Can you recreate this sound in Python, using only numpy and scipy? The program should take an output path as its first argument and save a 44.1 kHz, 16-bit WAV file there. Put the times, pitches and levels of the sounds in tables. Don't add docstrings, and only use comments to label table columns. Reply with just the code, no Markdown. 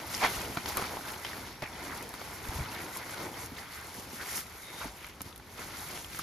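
import sys
import numpy as np
from scipy import signal
from scipy.fft import rfft, irfft, next_fast_len
from scipy.io import wavfile

SR = 44100
rng = np.random.default_rng(int(sys.argv[2]) if len(sys.argv) > 2 else 0)


def master(y):
    cut = np.clip(np.atleast_2d(y).T, -1, 1)
    pcm = np.round(cut * 32767)
    wavfile.write(sys.argv[1], SR, pcm.astype(np.int16))


N = 274637

TIME = np.arange(N) / SR
SIZE = next_fast_len(N + 4096)
HZ = np.maximum(np.arange(SIZE // 2 + 1) * SR / SIZE, 1)


def grass():
    # f/Hz, relative level/dB
    mat_spectrum = [(30, -21), (90, -1.5), (160, -4), (350, -1), (580, -3.5), (780, -1.5), (980, -2),
                    (1200, -15), (2500, -25)]
    stalk_spectrum = [(400, -19), (850, -12), (1100, -5), (1450, -0.5), (1680, -3), (2150, -1.5),
                      (2850, -17), (4500, -11.5), (8000, -39)]
    blade_spectrum = [(1200, -19), (2600, 1), (3900, 0.5), (5200, 2.5), (6600, 0), (9000, 2), (11500, 0),
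                      (14500, -2.5), (15600, -14.5)]
    crush, crunch, hiss = pressure()
    mat = rustle(mat_spectrum, per_s=1100, spread_db=2.0, broad=0.54, clump_db=1.5, patchy_db=1.36)
    stalks = rustle(stalk_spectrum, per_s=1500, spread_db=-0.5, broad=0.85, clump_db=0.52, patchy_db=1.5)
    stems = stem_scrapes(low_hz=1250, high_hz=6000, cycles=30, decay_s=0.005, spread_db=12, tilt_db=-2.2)
    crackle = splinters(per_s=120, spread_db=6)
    blades = rustle(blade_spectrum, per_s=6000, spread_db=3.0, broad=0.63, clump_db=1.17, patchy_db=2.5)
    bending = stalks * from_db(0.24) + from_db(-5) * stems + from_db(-6.5) * crackle
    return crush * mat * from_db(-0.22) + crunch * bending + hiss * blades * from_db(1.5)


def pressure():
    # t/s at the peak, rise/s, fall/s,
    # crush of matted grass/dB, crunch of bent stalks/dB, hiss of sliding blades/dB (relative levels)
    strokes = [(0.01, 0.05, 0.038, -44.5, -48.5, -65), (0.26, 0.13, 0.1, -40.5, -42, -39.5),
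               (0.42, 0.079, 0.21, -42, -47, -44.5), (0.69, 0.029, 0.03, -41, -52, -42.5),
               (0.8, 0.089, 0.061, -43.5, -43, -45), (0.93, 0.11, 0.069, -42.5, -48, -45.5),
               (1.10, 0.079, 0.057, -47, -48, -48), (1.33, 0.16, 0.15, -46, -48, -49.5),
               (1.91, 0.15, 0.085, -44.5, -46.5, -51), (2.37, 0.38, 0.3, -48.5, -51.5, -53),
               (2.58, 0.096, 0.06, -43, -48, -47), (2.78, 0.14, 0.12, -45, -47.5, -50),
               (2.99, 0.056, 0.079, -47.5, -48, -49.5), (3.11, 0.033, 0.086, -45.5, -47.5, -48),
               (3.255, 0.081, 0.044, -42.5, -48, -53), (3.39, 0.06, 0.073, -46.5, -49.5, -50.5),
               (3.59, 0.043, 0.044, -51, -50.5, -56), (3.8, 0.13, 0.065, -73, -50, -52.5),
               (3.98, 0.1, 0.15, -50.5, -57.5, -52.5), (4.291, 0.1, 0.042, -51, -49.5, -43.5),
               (4.37, 0.044, 0.035, -48, -46.5, -40.5), (4.5, 0.13, 0.12, -63, -60.5, -53.5),
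               (4.85, 0.13, 0.038, -47.5, -50, -48.5), (5.07, 0.097, 0.025, -54.5, -56, -56),
               (5.27, 0.023, 0.035, -53, -55, -56), (5.585, 0.011, 0.24, -67, -55, -52.5),
               (5.81, 0.053, 0.16, -53.5, -52.5, -46), (5.96, 0.07, 0.038, -48, -52.5, -50),
               (6.19, 0.061, 0.042, -62, -50, -45)]
    # t/s, relative level/dB
    drag = [(0, -60), (1.5, -59), (4.6, -58), (4.95, -61), (5.42, -65.5), (5.6, -53), (6.23, -59.5)]
    drag_db, = in_time(drag)
    share_db = np.array([[1.5], [2.24], [2]])
    power = from_db(drag_db + share_db) ** 2
    for s, rise_s, fall_s, *levels_db in strokes:
        power = power + np.outer(from_db(levels_db), swell(s, rise_s, fall_s)) ** 2
    return np.sqrt(power)


def rustle(spectrum, per_s, spread_db, broad, clump_db, patchy_db):
    clumps = clump_db * drift(11.8)
    wide = broad * grains(per_s, spread_db)
    total = rfft(wide * from_db(clumps), SIZE)
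    for octave in range(7, 15):
        band = np.cos(np.pi / 2 * np.clip(np.log2(HZ) - octave, -1, 1))
        contacts = grains(per_s, spread_db) * band_flicker(clumps, patchy_db)
        total = total + rfft(contacts, SIZE) * band
    pair = irfft(total * from_db(over_hz(spectrum)), SIZE)[:, :N]
    return rms_one(stereo(pair))


def band_flicker(clumps, patchy_db):
    return from_db(clumps + patchy_db * drift(12.3))


def grains(per_s, spread_db):
    sizes = from_db(spread_db * np.minimum(rng.exponential(1, (2, N)), 5))
    signs = rng.choice([-1, 1], (2, N))
    return rms_one(sizes * signs * (rng.random((2, N)) < per_s / SR))


def stem_scrapes(low_hz, high_hz, cycles, decay_s, spread_db, tilt_db, count=750):
    out = np.zeros(N)
    for when, pitch, size, length in rng.random((count, 4)):
        hz = low_hz * (high_hz / low_hz) ** pitch
        scrape = burst(decay_s * (0.5 + length), size=2048)
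        note = ring(scrape, hz, t60=cycles / hz)
        add(out, when * N / SR, note, spread_db * size ** 2 + tilt_db * np.log2(hz / low_hz))
    return rms_one(among_plants(out))


def splinters(per_s, spread_db, count=7):
    out = np.zeros(N)
    for hz in np.geomspace(1100, 4500, count):
        sizes = from_db(spread_db * rng.uniform(-0.38, 1, N)) * rng.choice([-1, 1], N)
        clicks = sizes * (rng.random(N) < per_s / count / SR)
        out += rms_one(band_pass(clicks + 1e-18, hz * 0.45, hz * 1.9)) / np.sqrt(hz)
    return rms_one(among_plants(out))


def leaves():
    # t/s at the peak, rise/s, fall/s, relative level/dB
    sweeps = [(0.249, 0.024, 0.015, -17.5), (0.58, 0.0096, 0.015, -29.5), (0.773, 0.0058, 0.043, -37),
              (1.63, 0.0068, 0.032, -35.5), (4.825, 0.017, 0.04, -38.5)]
    # f/Hz, relative level/dB
    leaf_spectrum = [(80, -15), (250, -20.5), (520, -1), (800, 4.5), (1500, -2), (2350, -3), (2900, -23),
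                     (4000, -10), (7000, -18.5), (15000, -45)]
    contact = sum(from_db(db) * swell(s, rise_s, fall_s) for s, rise_s, fall_s, db in sweeps)
    scrape = rustle(leaf_spectrum, per_s=900, spread_db=2.8, broad=0.8, clump_db=1.2, patchy_db=1.6)
    return contact * from_db(-8.0) * scrape


def treads():
    # t/s at the peak, spread/s, relative level/dB
    packing = [(0.79, 0.029, -43), (1.4, 0.043, -49.5), (1.904, 0.034, -48.5), (2.06, 0.037, -48),
               (3.264, 0.081, -48), (4.366, 0.019, -51.5)]
    weight = sum(from_db(db) * swell(s, spread_s, spread_s) for s, spread_s, db in packing)
    crunch = band_pass(grains(per_s=500, spread_db=3), low_hz=217, high_hz=520)
    return weight * rms_one(stereo(crunch))


def rasps():
    # t/s at the peak, spread/s, relative level/dB, f/Hz, width/Hz
    blade_rasps = [(0.149, 0.0037, -34.5, 5460, 1500), (0.255, 0.02, -33.5, 2640, 1800),
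                   (1.268, 0.0087, -44, 2670, 2000), (1.646, 0.019, -42.5, 2180, 805),
                   (2.77, 0.032, -49, 2150, 900), (4.212, 0.017, -42, 1650, 500),
                   (4.66, 0.077, -57, 2090, 300), (5.047, 0.048, -51.5, 2530, 1400)]
    out = np.zeros((2, N))
    slips = grains(per_s=1400, spread_db=3.5)
    for s, spread_s, db, hz, width_hz in blade_rasps:
        resonance = rms_one(band_pass(slips, hz - width_hz / 2, hz + width_hz / 2))
        out += from_db(db) * swell(s, spread_s, spread_s) * resonance
    return stereo(out)


def footfalls():
    # t/s, relative peak level/dB
    landings = [(0.496, -32.5), (0.569, -31.5), (1.623, -34.5), (3.517, -37.5), (3.98, -39), (4.131, -35),
                (4.854, -33), (5.206, -40), (5.255, -39.5)]
    thud_hz = 246
    out = np.zeros(N)
    for s, db in landings:
        push = band_pass(burst(decay_s=0.0087), thud_hz * 0.27, thud_hz * 4)
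        add(out, s, ring(push, thud_hz, t60=0.021), db)
    return out


def cracks():
    # t/s, relative peak level/dB, f/Hz, ring of the hollow/cycles
    stem_cracks = [(0.143, -23, 3400, 3), (0.237, -19, 1400, 4), (0.247, -18, 950, 5),
                   (0.261, -19, 2200, 5), (0.571, -21, 1400, 4), (0.659, -21.5, 2300, 2),
                   (0.77, -23, 1400, 4), (0.776, -22, 1210, 5), (0.793, -25, 850, 5),
                   (0.817, -24.5, 1500, 4), (0.824, -25, 900, 4), (0.841, -25.5, 2150, 5),
                   (0.969, -28, 1050, 7), (1.142, -31, 2800, 7), (1.248, -23, 1900, 3),
                   (1.253, -29, 3200, 12), (1.332, -31, 1850, 10), (1.622, -24.5, 2000, 2),
                   (1.625, -27, 800, 5), (1.639, -27.5, 3000, 2), (2.14, -29.5, 1400, 3),
                   (2.215, -28, 1000, 4), (2.609, -30, 1850, 8), (2.964, -31, 950, 3),
                   (3.094, -32, 1250, 4), (4.215, -28, 4300, 4), (4.377, -29, 2200, 4),
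                   (4.814, -30, 1420, 16), (4.845, -29, 800, 4), (5.044, -33, 2350, 8),
                   (5.097, -35, 2500, 3), (5.206, -34.5, 850, 3), (5.207, -29.5, 2400, 2),
                   (5.327, -39.5, 3700, 12), (5.361, -38.5, 4200, 6), (5.398, -36.5, 1400, 3),
                   (5.58, -31, 1500, 2), (5.592, -31, 1220, 3), (5.975, -30, 2800, 3),
                   (6.045, -33, 3200, 8), (6.147, -28.5, 1550, 5), (6.192, -26, 1400, 12)]
    split_cycles = 5
    edge_db = 0.5
    spray_db = -2
    out = np.zeros(N)
    age = TIME[:4096]
    for s, db, hz, cycles in stem_cracks:
        fibres = rng.choice([-1, 1], age.size) * (rng.random(age.size) < 0.25)
        split = fibres * np.exp(-age * hz / split_cycles)
        body = rms_one(ring(split, hz, t60=cycles / hz))
        edge = rms_one(band_pass(split, hz * 0.5, hz * 2.6)) + from_db(spray_db) * rms_one(split)
        add(out, s, body + from_db(edge_db) * edge / np.sqrt(cycles), db)
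    return out


def snaps():
    # t/s, relative peak level/dB
    straw_snaps = [(0.689, -29), (0.771, -19.5), (1.9755, -34), (2.0265, -33), (2.0916, -35), (2.139, -38),
                   (2.486, -33.5), (2.971, -28), (3.4603, -33.5), (3.943, -36), (4.356, -31), (5.068, -41),
                   (5.087, -42), (5.2172, -31), (5.36, -39.5), (5.378, -42), (6.19, -28)]
    # f/Hz, relative level/dB
    straw_spectrum = [(500, -36), (1500, -19), (4000, -9), (7000, 0), (11000, 3.5), (16000, -1)]
    out = np.zeros(N)
    for s, db in straw_snaps:
        tick = burst(decay_s=0.0014)
        splintering = burst(decay_s=0.009)
        add(out, s, tick + 0.27 * splintering, db + 7.5)
    _, _, hiss = pressure()
    breaks = grains(per_s=37, spread_db=-0.5)[0]
    lesser = rms_one(signal.fftconvolve(breaks, burst(decay_s=0.00092))[:N])
    return coloured(out + hiss * from_db(-5.5) * lesser, from_db(over_hz(straw_spectrum)))


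def among_plants(x):
    scatter = burst(decay_s=0.0064)
    scattered = signal.fftconvolve(x, scatter / np.linalg.norm(scatter))[:N]
    return stereo(np.array([x, scattered]))


def over_ground(x):
    delay_s, echo_db, cut_hz = 0.00089, -16, 2680
    echo = from_db(echo_db) / (1 + (HZ / cut_hz) ** 10)
    return coloured(x, 1 + echo * np.exp(-2j * np.pi * HZ * delay_s))


def wind():
    # t/s, relative level/dB
    rumble = [(0.0, -57), (0.48, -52.5), (0.61, -56.5), (2.2, -57.5), (2.58, -50), (2.95, -62),
              (3.43, -55.5), (3.78, -59), (4.7, -60), (6.23, -55)]
    # f/Hz, relative level/dB
    rumble_spectrum = [(15, -31), (32, -26), (48, -1.5), (80, 1.5), (125, -3.5), (200, -8.5), (400, -11),
                       (1000, -44)]
    # t/s at the peak, peak level/dB, f/Hz, spread/s
    puffs = [(0.382, -38.5, 51.8, 0.01), (2.495, -28.5, 61.8, 0.0043), (2.566, -31.5, 70, 0.0073),
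             (2.596, -31, 135, 0.0071), (2.61, -27, 80, 0.0052), (4.876, -46, 52, 0.034)]
    gain_db, lumps_db, lumps_hz = 3, 1.1, 21
    rumble_db, = in_time(rumble)
    eddies = np.zeros(N)
    for s, db, hz, spread_s in puffs:
        wave = np.sin(2 * np.pi * (hz * TIME + rng.random()))
        eddies += from_db(db) * swell(s, spread_s, spread_s) * wave
    level = from_db(rumble_db + gain_db + lumps_db * drift(lumps_hz))
    return air(rumble_spectrum) * level + eddies


def insects():
    # t/s at the middle, length/s, level/dB, f/Hz, half-width/Hz
    calls = [(1.587, 0.35, -61, 5520, 40), (2.27, .24, -62, 5500, 40), (4.766, .27, -55, 3730, 70)]
    out = 0
    for s, length, db, hz, half_width_hz in calls:
        envelope = 1 / (1 + (2 * (TIME - s) / length) ** 10)
        resonance = 1 / (1 + ((HZ - hz) / half_width_hz) ** 2)
        whine = rms_one(coloured(rng.standard_normal((2, N)), resonance))
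        out = out + from_db(db + drift(13)) * envelope * whine
    return out


def field():
    # f/Hz, relative level/dB
    field_spectrum = [(100, 3), (400, 13), (900, 12), (2200, 4.5), (3500, 3), (5500, -0.5), (15000, -9)]
    return from_db(-57.0) * air(field_spectrum)


def air(spectrum):
    noise = rng.standard_normal((2, N))
    return rms_one(stereo(coloured(noise, from_db(over_hz(spectrum)))))


def stereo(pair):
    # f/Hz, likeness (0 to 1)
    likeness = [(60, 0.91), (300, 0.98), (620, 0.81), (1000, 0.93), (2100, 0.59), (5400, 0.57), (7000, 1),
                (8100, 1), (9500, 0.93), (11500, 1)]
    alike = np.clip(over_hz(likeness), 0, 0.999)
    mid, side = coloured(pair, np.sqrt([(1 + alike) / 2, (1 - alike) / 2]))
    return np.array([mid + side, mid - side])


def burst(decay_s, size=6000):
    return rng.standard_normal(size) * np.exp(-np.arange(size) / (SR * decay_s))


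def ring(x, hz, t60):
    r = from_db(-60 / (t60 * SR))
    w = 2 * np.pi * hz / SR
    return signal.lfilter([0, np.sin(w)], [1, -2 * r * np.cos(w), r * r], x)


def swell(s, rise_s, fall_s):
    spread_s = np.where(TIME < s, rise_s, fall_s)
    return np.exp(-0.5 * np.minimum(((TIME - s) / spread_s) ** 2, 100))


def drift(rate):
    r = np.exp(-80 * np.pi * rate / SR)
    noise = rng.standard_normal(N // 40 + 2002)
    slow = signal.lfilter([1], [1, -2 * r, r * r], noise)[2000:]
    return np.interp(np.arange(N) / 40, np.arange(len(slow)), rms_one(slow))


def band_pass(x, low_hz, high_hz):
    edges = np.clip([low_hz, high_hz], 20, 0.45 * SR)
    return signal.sosfilt(signal.butter(2, edges, "band", fs=SR, output="sos"), x)


def coloured(x, gain):
    return irfft(rfft(x, SIZE) * gain, SIZE)[..., :N]


def add(track, s, sound, peak_db):
    start = int(np.clip(s * SR, 0, N - 1))
    scaled = from_db(peak_db) * sound / np.abs(sound).max()
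    track[start:start + len(sound)] += scaled[:N - start]


def in_time(rows):
    s, *columns = np.transpose(rows)
    return [np.interp(TIME, s, c) for c in columns]


def over_hz(points):
    hz, value = np.transpose(points)
    return np.interp(np.log(HZ), np.log(hz), value)


def from_db(db):
    return 10 ** (np.asarray(db) / 20)


def rms_one(x):
    return x / np.sqrt(np.mean(x ** 2) + 1e-20)


def scene():
    sharp = among_plants(footfalls() + cracks() + snaps())
    walk = grass() + leaves() + treads() + rasps() + sharp
    return over_ground(walk) + wind() + insects() + field()


def record(dry):
    # f/Hz, left minus right/dB
    ports = [(330, 1), (750, -1), (1250, 0.6), (2250, -1.5), (3200, 2.5), (4500, 0.5), (6600, 3),
             (7900, -0.5)]
    # f/Hz, phase/radians
    phase_lag = [(0, 0), (4600, 0), (5300, -.7), (7000, 1.4), (8150, 3.14), (11500, 6.28), (14800, 9.42),
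                 (16000, 9.6)]
    cutoff_hz = 15800
    sides = np.array([[0.5], [-0.5]])
    lag = np.interp(HZ, *np.transpose(phase_lag))
    low_pass = 1 / np.sqrt(1 + (HZ / cutoff_hz) ** 160)
    colour = from_db(sides * over_hz(ports))
    return coloured(dry, low_pass * colour * np.exp(-1j * lag * sides))


dry = scene()
out = record(dry)
master(out)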